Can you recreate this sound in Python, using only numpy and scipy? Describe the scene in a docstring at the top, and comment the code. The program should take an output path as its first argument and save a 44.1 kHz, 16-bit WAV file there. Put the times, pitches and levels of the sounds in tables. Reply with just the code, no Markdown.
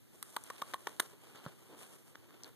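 """A puppy plays on a duvet, close by in a small room. First comes a quick run of sharp clacks, most likely its teeth
snapping: each is a few contacts, built from knocks, rings of the mouth and bursts of noise. Cloth rubs beneath, and
one bright claw tick, a short noise burst, falls among the clacks. Then it turns round: paws thump as pulses and a
damped mattress ring, strokes of swelling noise rub the cloth, three faint contacts return and more claws tick near
the end. Two closely spaced microphones, cross-subtracted for stereo width, add their own hiss and a faint whine."""
import sys
import numpy as np
from scipy import signal
from scipy.fft import rfft, irfft, next_fast_len
from scipy.io import wavfile

SR = 44100
rng = np.random.default_rng(int(sys.argv[2]) if len(sys.argv) > 2 else 0)


def transcribe(u):
    """Save the signal u as a 16-bit wav file named by the first command-line argument.

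    u: samples, shape (n,) or (channels, n), limited to [-1, 1]; the rate is SR.
    q: integer samples, one column per channel.
    """
    v = np.clip(np.atleast_2d(u).T, -1, 1)
    q = np.round(v * 32767).astype(np.int16)
    wavfile.write(sys.argv[1], SR, q)


N = 112454
FFT_SIZE = next_fast_len(N + 4096, real=True)  # the padding leaves room for delays

# Room
ECHO_S, ECHO_DB = 0.023, -27  # the nearest wall
ROOM_DB, ROOM_T60_S, ROOM_DELAY_S = -21.5, 0.23, 0.0057
# Bedding
CLOTH_FLUTTER_DB, FLUTTER_HZ = 1.57, 69.88
FIBRE_DB, FIBRE_RATE_HZ = 2.7, 1800
# Claws and paws
CLAW_DECAY_S = 0.0011
CLAW_SKIRT_DB = 18  # fall per octave either side of the centre
MATTRESS_HZ, MATTRESS_T60_S = 148, 0.048
CRUSH_DB = -14  # the filling crumples under the paw, relative to the slap
CRUSH_RISE_S, CRUSH_DECAY_S = 0.0031, 0.0095
# Teeth
MOUTH_T60_S = 0.022
MOUTH_RISE_HZ_PER_S = 24000  # the ring climbs as the jaws close
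CONTACT_RISE_S, CRACK_DECAY_S = 0.00016, 0.0012
SCRAPE_DECAY_S, SCRAPE_TAIL_S, SCRAPE_TAIL_DB = 0.00047, 0.0043, -18
# Microphones
PORT_LAG_S = 0.00006  # the left microphone hears the puppy later
CROSS_DELAY_S = 0.000381
SELF_NOISE_DB = -63.5  # ahead of the cross-subtraction
WHINE_HZ, WHINE_DB = 12094, -79
TOP_HZ = 14050


def undb(db):
    """Decibels to an amplitude factor."""
    return 10 ** (np.asarray(db) / 20)


def bins():
    """Frequency of every spectral bin."""
    return np.fft.rfftfreq(FFT_SIZE, 1 / SR)


def curve(points):
    """A table over log frequency, read at every spectral bin."""
    hz, value = np.array(points, float).T
    return np.interp(np.log(bins() + 1), np.log(hz), value)


def response(points):
    """Causal (minimum-phase) frequency response of (hz, level_db) points, by folding the cepstrum."""
    cepstrum = irfft(np.log(undb(curve(points))), FFT_SIZE)
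    cepstrum[1:FFT_SIZE // 2] *= 2
    cepstrum[FFT_SIZE // 2 + 1:] = 0
    return np.exp(rfft(cepstrum))


def filtered(x, h):
    """Apply a frequency response."""
    return irfft(rfft(x, FFT_SIZE) * h, FFT_SIZE)[..., :N]


def colour(x, points):
    """Filter that keeps the power of white noise."""
    h = response(points)
    return filtered(x, h / np.sqrt(np.mean(abs(h) ** 2)))


def pulse(points):
    """A single push with this spectrum and a peak of 1."""
    x = irfft(response(points), FFT_SIZE)[:N]
    return x / abs(x).max()


def ring(hz, t60, rise_hz_per_s=0):
    """One damped resonance whose pitch may climb."""
    t = np.arange(int(2 * t60 * SR)) / SR
    phase = 2 * np.pi * (hz + rise_hz_per_s * t / 2) * t
    return np.sin(phase) * np.exp(-np.log(1000) * t / t60)


def fade(decay_s):
    """Exponential decay from 1."""
    return np.exp(-np.minimum(np.arange(N) / SR / decay_s, 20))


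def soften(x, rise_s):
    """Round off every attack."""
    return filtered(x, np.exp(-(np.pi * bins() * rise_s / 2) ** 2))


def strike(times, dbs, shape):
    """The same shape started at each time with its own level."""
    out = np.zeros(N)
    for s, db in zip(times, dbs):
        i = int(s * SR)
        out[i:i + len(shape)] += undb(db) * shape[:N - i]
    return out


def delay(x, s):
    """Delay by any time, down to a fraction of a sample."""
    return filtered(x, np.exp(-2j * np.pi * bins() * s))


def ports(x):
    """A point source as it reaches the left and right microphones."""
    return np.array([delay(x, PORT_LAG_S), x])


def spread_noise(diffuse):
    """Noise at the two microphones, partly from the puppy's direction and partly from all round."""
    share = np.clip(diffuse, 0, 1)
    direct = ports(rng.standard_normal(N))
    around = rng.standard_normal((2, N))
    return np.sqrt(1 - share) * direct + np.sqrt(share) * around


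def walk(rate):
    """Random wander with a spread near 1: straight lines between `rate` random values a second."""
    steps = rng.standard_normal(N)
    return 1.39 * np.interp(np.arange(N) / SR * rate, np.arange(N), steps)


def room(x):
    """The short, faint tail of a softly furnished room: decaying noise convolved with the sound."""
    # Colour of the tail: hz, level_db
    tail_spectrum = [(100, -11), (400, -2), (1200, 6.5), (2500, -3.5), (5000, -7), (9000, -4), (14000, 1)]
    t = np.arange(N) / SR
    tail = rng.standard_normal((2, N)) * np.exp(-np.log(1000) * t / ROOM_T60_S) * (t > ROOM_DELAY_S)
    tail = colour(tail / np.sqrt(np.sum(tail[0] ** 2)), tail_spectrum)
    return undb(ROOM_DB) * signal.fftconvolve(x, tail, axes=1)[:, :N]


def bedding():
    """Each stroke swells and fades: the filling is pushed, the cover rubs unevenly and its fibres hiss."""
    # Strokes of fur and paws over the cloth: centre_s, half_length_s, muffled_push_db, rub_db, hiss_db
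    strokes = [(0.146, 0.012, -61.5, -64.5, -62), (0.185, 0.043, -71, -68, -65),
               (0.297, 0.074, -77, -64, -61), (0.383, 0.057, -73, -66, -62),
               (0.474, 0.042, -73, -58.5, -60), (0.596, 0.075, -69.5, -59.5, -62.5),
               (0.72, 0.035, -64.5, -58, -60), (0.818, 0.034, -66, -62, -62.5),
               (0.895, 0.041, -63, -57.5, -59.5), (1.044, 0.055, -63.5, -60, -59.5),
               (1.136, 0.019, -63, -68, -86), (1.312, 0.12, -66.5, -62, -67), (1.384, .024, -63, -55, -73),
               (1.479, .045, -63, -57.5, -65.5), (1.63, 0.1, -69, -66.5, -69),
               (1.745, 0.034, -56.5, -62.5, -83), (1.821, 0.037, -61, -54.5, -54.5),
               (1.934, 0.057, -68, -64, -62.5), (2.087, 0.023, -69.5, -64.5, -63),
               (2.328, 0.17, -67, -65.5, -86), (2.464, 0.024, -61, -59.5, -69)]
    # Colour of the pushed filling: hz, level_db
    push_spectrum = [(60, -24), (200, -5), (400, 2.5), (600, -6), (1000, -9.5), (2500, -40.5)]
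    # Colour of the rubbed cover: hz, level_db
    rub_spectrum = [(200, -16.5), (600, 4.5), (900, 1.5), (1400, 0), (2000, -4.5), (3000, -2), (4200, -8),
                    (5200, -13), (14000, -17.5)]
    # Colour of the hissing fibres: hz, level_db
    hiss_spectrum = [(1000, -6), (3000, -31), (4200, -20), (5200, -4.5), (6500, -6), (8500, 1),
                     (11000, -2.5), (14000, -9.5)]
    t = np.arange(N) / SR
    power = np.zeros((3, N))
    for centre, half, *dbs in strokes:
        power += undb(dbs)[:, None] ** 2 * np.exp(-((t - centre) / half) ** 2)
    push, rub, hiss = np.sqrt(power) * undb(CLOTH_FLUTTER_DB * walk(FLUTTER_HZ))
    fibres = undb(FIBRE_DB * (walk(FIBRE_RATE_HZ) - 1 / 2))
    pushed = colour(push * spread_noise(diffuse=0.079), push_spectrum)
    rubbed = colour(rub * fibres * spread_noise(diffuse=0.94), rub_spectrum)
    hissed = colour(hiss * fibres * spread_noise(diffuse=1.0), hiss_spectrum)
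    return pushed + rubbed + hissed


def claws():
    """Thin bright ticks of fading noise as a claw slips off the weave."""
    # Claws catching the sheet: start_s, level_db, tick_centre_hz
    catches = [(0.438, -37, 9200), (2.4347, -39, 5500), (2.4440, -42, 4180), (2.4636, -52, 12000),
               (2.478, -51, 10800), (2.4890, -52.5, 10800)]
    slip = spread_noise(diffuse=0.84)
    out = np.zeros((2, N))
    for s, db, hz in catches:
        skirts = [(hz / 2 ** 2, -2 * CLAW_SKIRT_DB), (hz, 0), (2 * hz, -CLAW_SKIRT_DB)]
        out += colour(strike([s], [db], fade(CLAW_DECAY_S)) * slip, skirts)
    return out


def paws():
    """A soft slap on the cover, a brief crumple of the filling and a damped thud of the mattress."""
    # Paws landing on the mattress: start_s, thud_db, slap_db
    landings = [(1.349, -55, -46), (1.4634, -32.5, -29), (1.6120, -62, -64), (1.8320, -71, -47)]
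    # Colour of the slap and the crumple: hz, level_db
    slap_spectrum = [(60, 9.5), (200, 9), (700, 0.5), (1400, 2), (2200, -15.5), (4000, -17), (6000, -25),
                     (14000, -42)]
    times, thud_db, slap_db = np.array(landings).T
    thud = strike(times, thud_db, ring(MATTRESS_HZ, MATTRESS_T60_S))
    slap = strike(times, slap_db, pulse(slap_spectrum))
    crush = soften(strike(times, slap_db + CRUSH_DB, fade(CRUSH_DECAY_S)), CRUSH_RISE_S)
    return ports(thud + slap) + colour(crush * spread_noise(diffuse=0.09), slap_spectrum)


def teeth():
    """Each contact knocks, rings the mouth, cracks and scrapes briefly as enamel slides on enamel."""
    # Tooth contacts: start_s, knock_db, mouth_ring_db, mouth_pitch_hz (at the start), crack_db, scrape_db
    contacts = [(0.2268, -34.5, -56, 1026, -44, -33.5), (0.2276, -41.5, -43.5, 1190, -40.5, -29.5),
                (.3640, -33.5, -59, 960, -44, -36), (0.365, -28, -49, 940, -28.5, -31.5),
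                (.3670, -30.5, -32, 890, -32.5, -39), (0.3682, -49, -31.5, 1070, -56, -52),
                (0.5016, -27, -52, 940, -46, -44), (0.5037, -31.5, -41, 1037, -55, -42),
                (0.5054, -34, -36.5, 1042, -43, -50), (0.6184, -27, -70, 1160, -35, -47),
                (0.6202, -30, -63, 1140, -43, -36.5), (0.6216, -38, -26, 1066, -41, -43.5),
                (0.7371, -24.5, -68, 1030, -35, -48), (.7410, -25.5, -41.5, 1045, -38.5, -40),
                (0.7425, -35, -26.5, 997, -35.5, -39), (0.8702, -23, -43, 1040, -36, -47),
                (0.8724, -23.5, -29.5, 960, -34, -37.5), (.9980, -22, -34, 1180, -22, -22),
                (1.0010, -19, -31.5, 1074, -18, -15), (2.152, -42, -80, 1280, -69, -72),
                (2.1554, -33, -63, 1650, -46.5, -76), (2.307, -45.5, -59.5, 1250, -62, -70)]
    # Colour of the knock: hz, level_db
    knock_spectrum = [(60, -32), (200, -1.5), (420, 4), (700, -3.5), (1100, 3.5), (1600, 4), (2500, -3),
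                      (4000, -14), (6000, -6.5), (14000, -32.5)]
    # Colour of the enamel crack: hz, level_db
    crack_spectrum = [(200, -14), (1200, -3.5), (2200, -1), (3500, 2), (5200, -10.5), (6500, -6),
                      (8000, -19.5), (14000, -7.5)]
    # Colour of the enamel scrape: hz, level_db
    scrape_spectrum = [(2000, -20), (5000, -9), (7000, -5), (8800, 11.5), (10200, 2.5), (11700, 5),
                       (13800, -2)]
    times, knock_db, mouth_db, mouth_hz, crack_db, scrape_db = np.array(contacts).T
    knock = strike(times, knock_db, pulse(knock_spectrum))
    mouth = np.zeros(N)
    for s, db, hz in zip(times, mouth_db, mouth_hz):
        mouth += strike([s], [db], ring(hz, MOUTH_T60_S, MOUTH_RISE_HZ_PER_S))
    crack = soften(strike(times, crack_db, fade(CRACK_DECAY_S)), CONTACT_RISE_S)
    scrape_fade = fade(SCRAPE_DECAY_S) + undb(SCRAPE_TAIL_DB) * fade(SCRAPE_TAIL_S)
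    scrape = soften(strike(times, scrape_db, scrape_fade), CONTACT_RISE_S)
    cracked = colour(crack * spread_noise(diffuse=0.1), crack_spectrum)
    scraped = colour(scrape * spread_noise(diffuse=1.0), scrape_spectrum)
    return ports(knock + mouth) + cracked + scraped


def scene():
    """The puppy on its bedding, with one echo and the tail of the room."""
    puppy = bedding() + claws() + paws() + teeth()
    return puppy + undb(ECHO_DB) * delay(puppy, ECHO_S) + room(puppy)


def record(dry):
    """Microphones hiss; each side subtracts the delayed other and bass is restored; a faint electronic whine."""
    # Colour of the microphone hiss: hz, level_db
    hiss_spectrum = [(30, -9.5), (100, 15), (180, 6.5), (350, 10), (700, 1), (1500, -2.5), (3000, -4),
                     (5000, -9), (8000, -6), (12000, -3.5), (14000, -5)]
    # Share of the other microphone subtracted: hz, share (0 to 1)
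    cross_share = [(30, .985), (2800, .985), (5000, .8), (8000, .35), (14000, .3)]
    # Equaliser after the subtraction: hz, gain_db
    mic_eq = [(25, -12), (60, -7), (110, 2.5), (170, 5.5), (350, 0.5), (700, -5), (1300, -3.5), (4000, -2),
              (14000, -1)]
    mics = dry + undb(SELF_NOISE_DB) * colour(rng.standard_normal((2, N)), hiss_spectrum)
    other = filtered(delay(mics[::-1], CROSS_DELAY_S), np.clip(curve(cross_share), 0, 1))
    wide = filtered(mics - other, response(mic_eq))
    wobble = 0.5 * walk(32)  # phase, radians
    whine = undb(WHINE_DB) * np.sin(2 * np.pi * WHINE_HZ * np.arange(N) / SR + wobble)
    low_pass = signal.ellip(10, .2, 70, TOP_HZ, fs=SR, output="sos")
    return signal.sosfilt(low_pass, wide + ports(whine))


dry = scene()
out = record(dry)
transcribe(out)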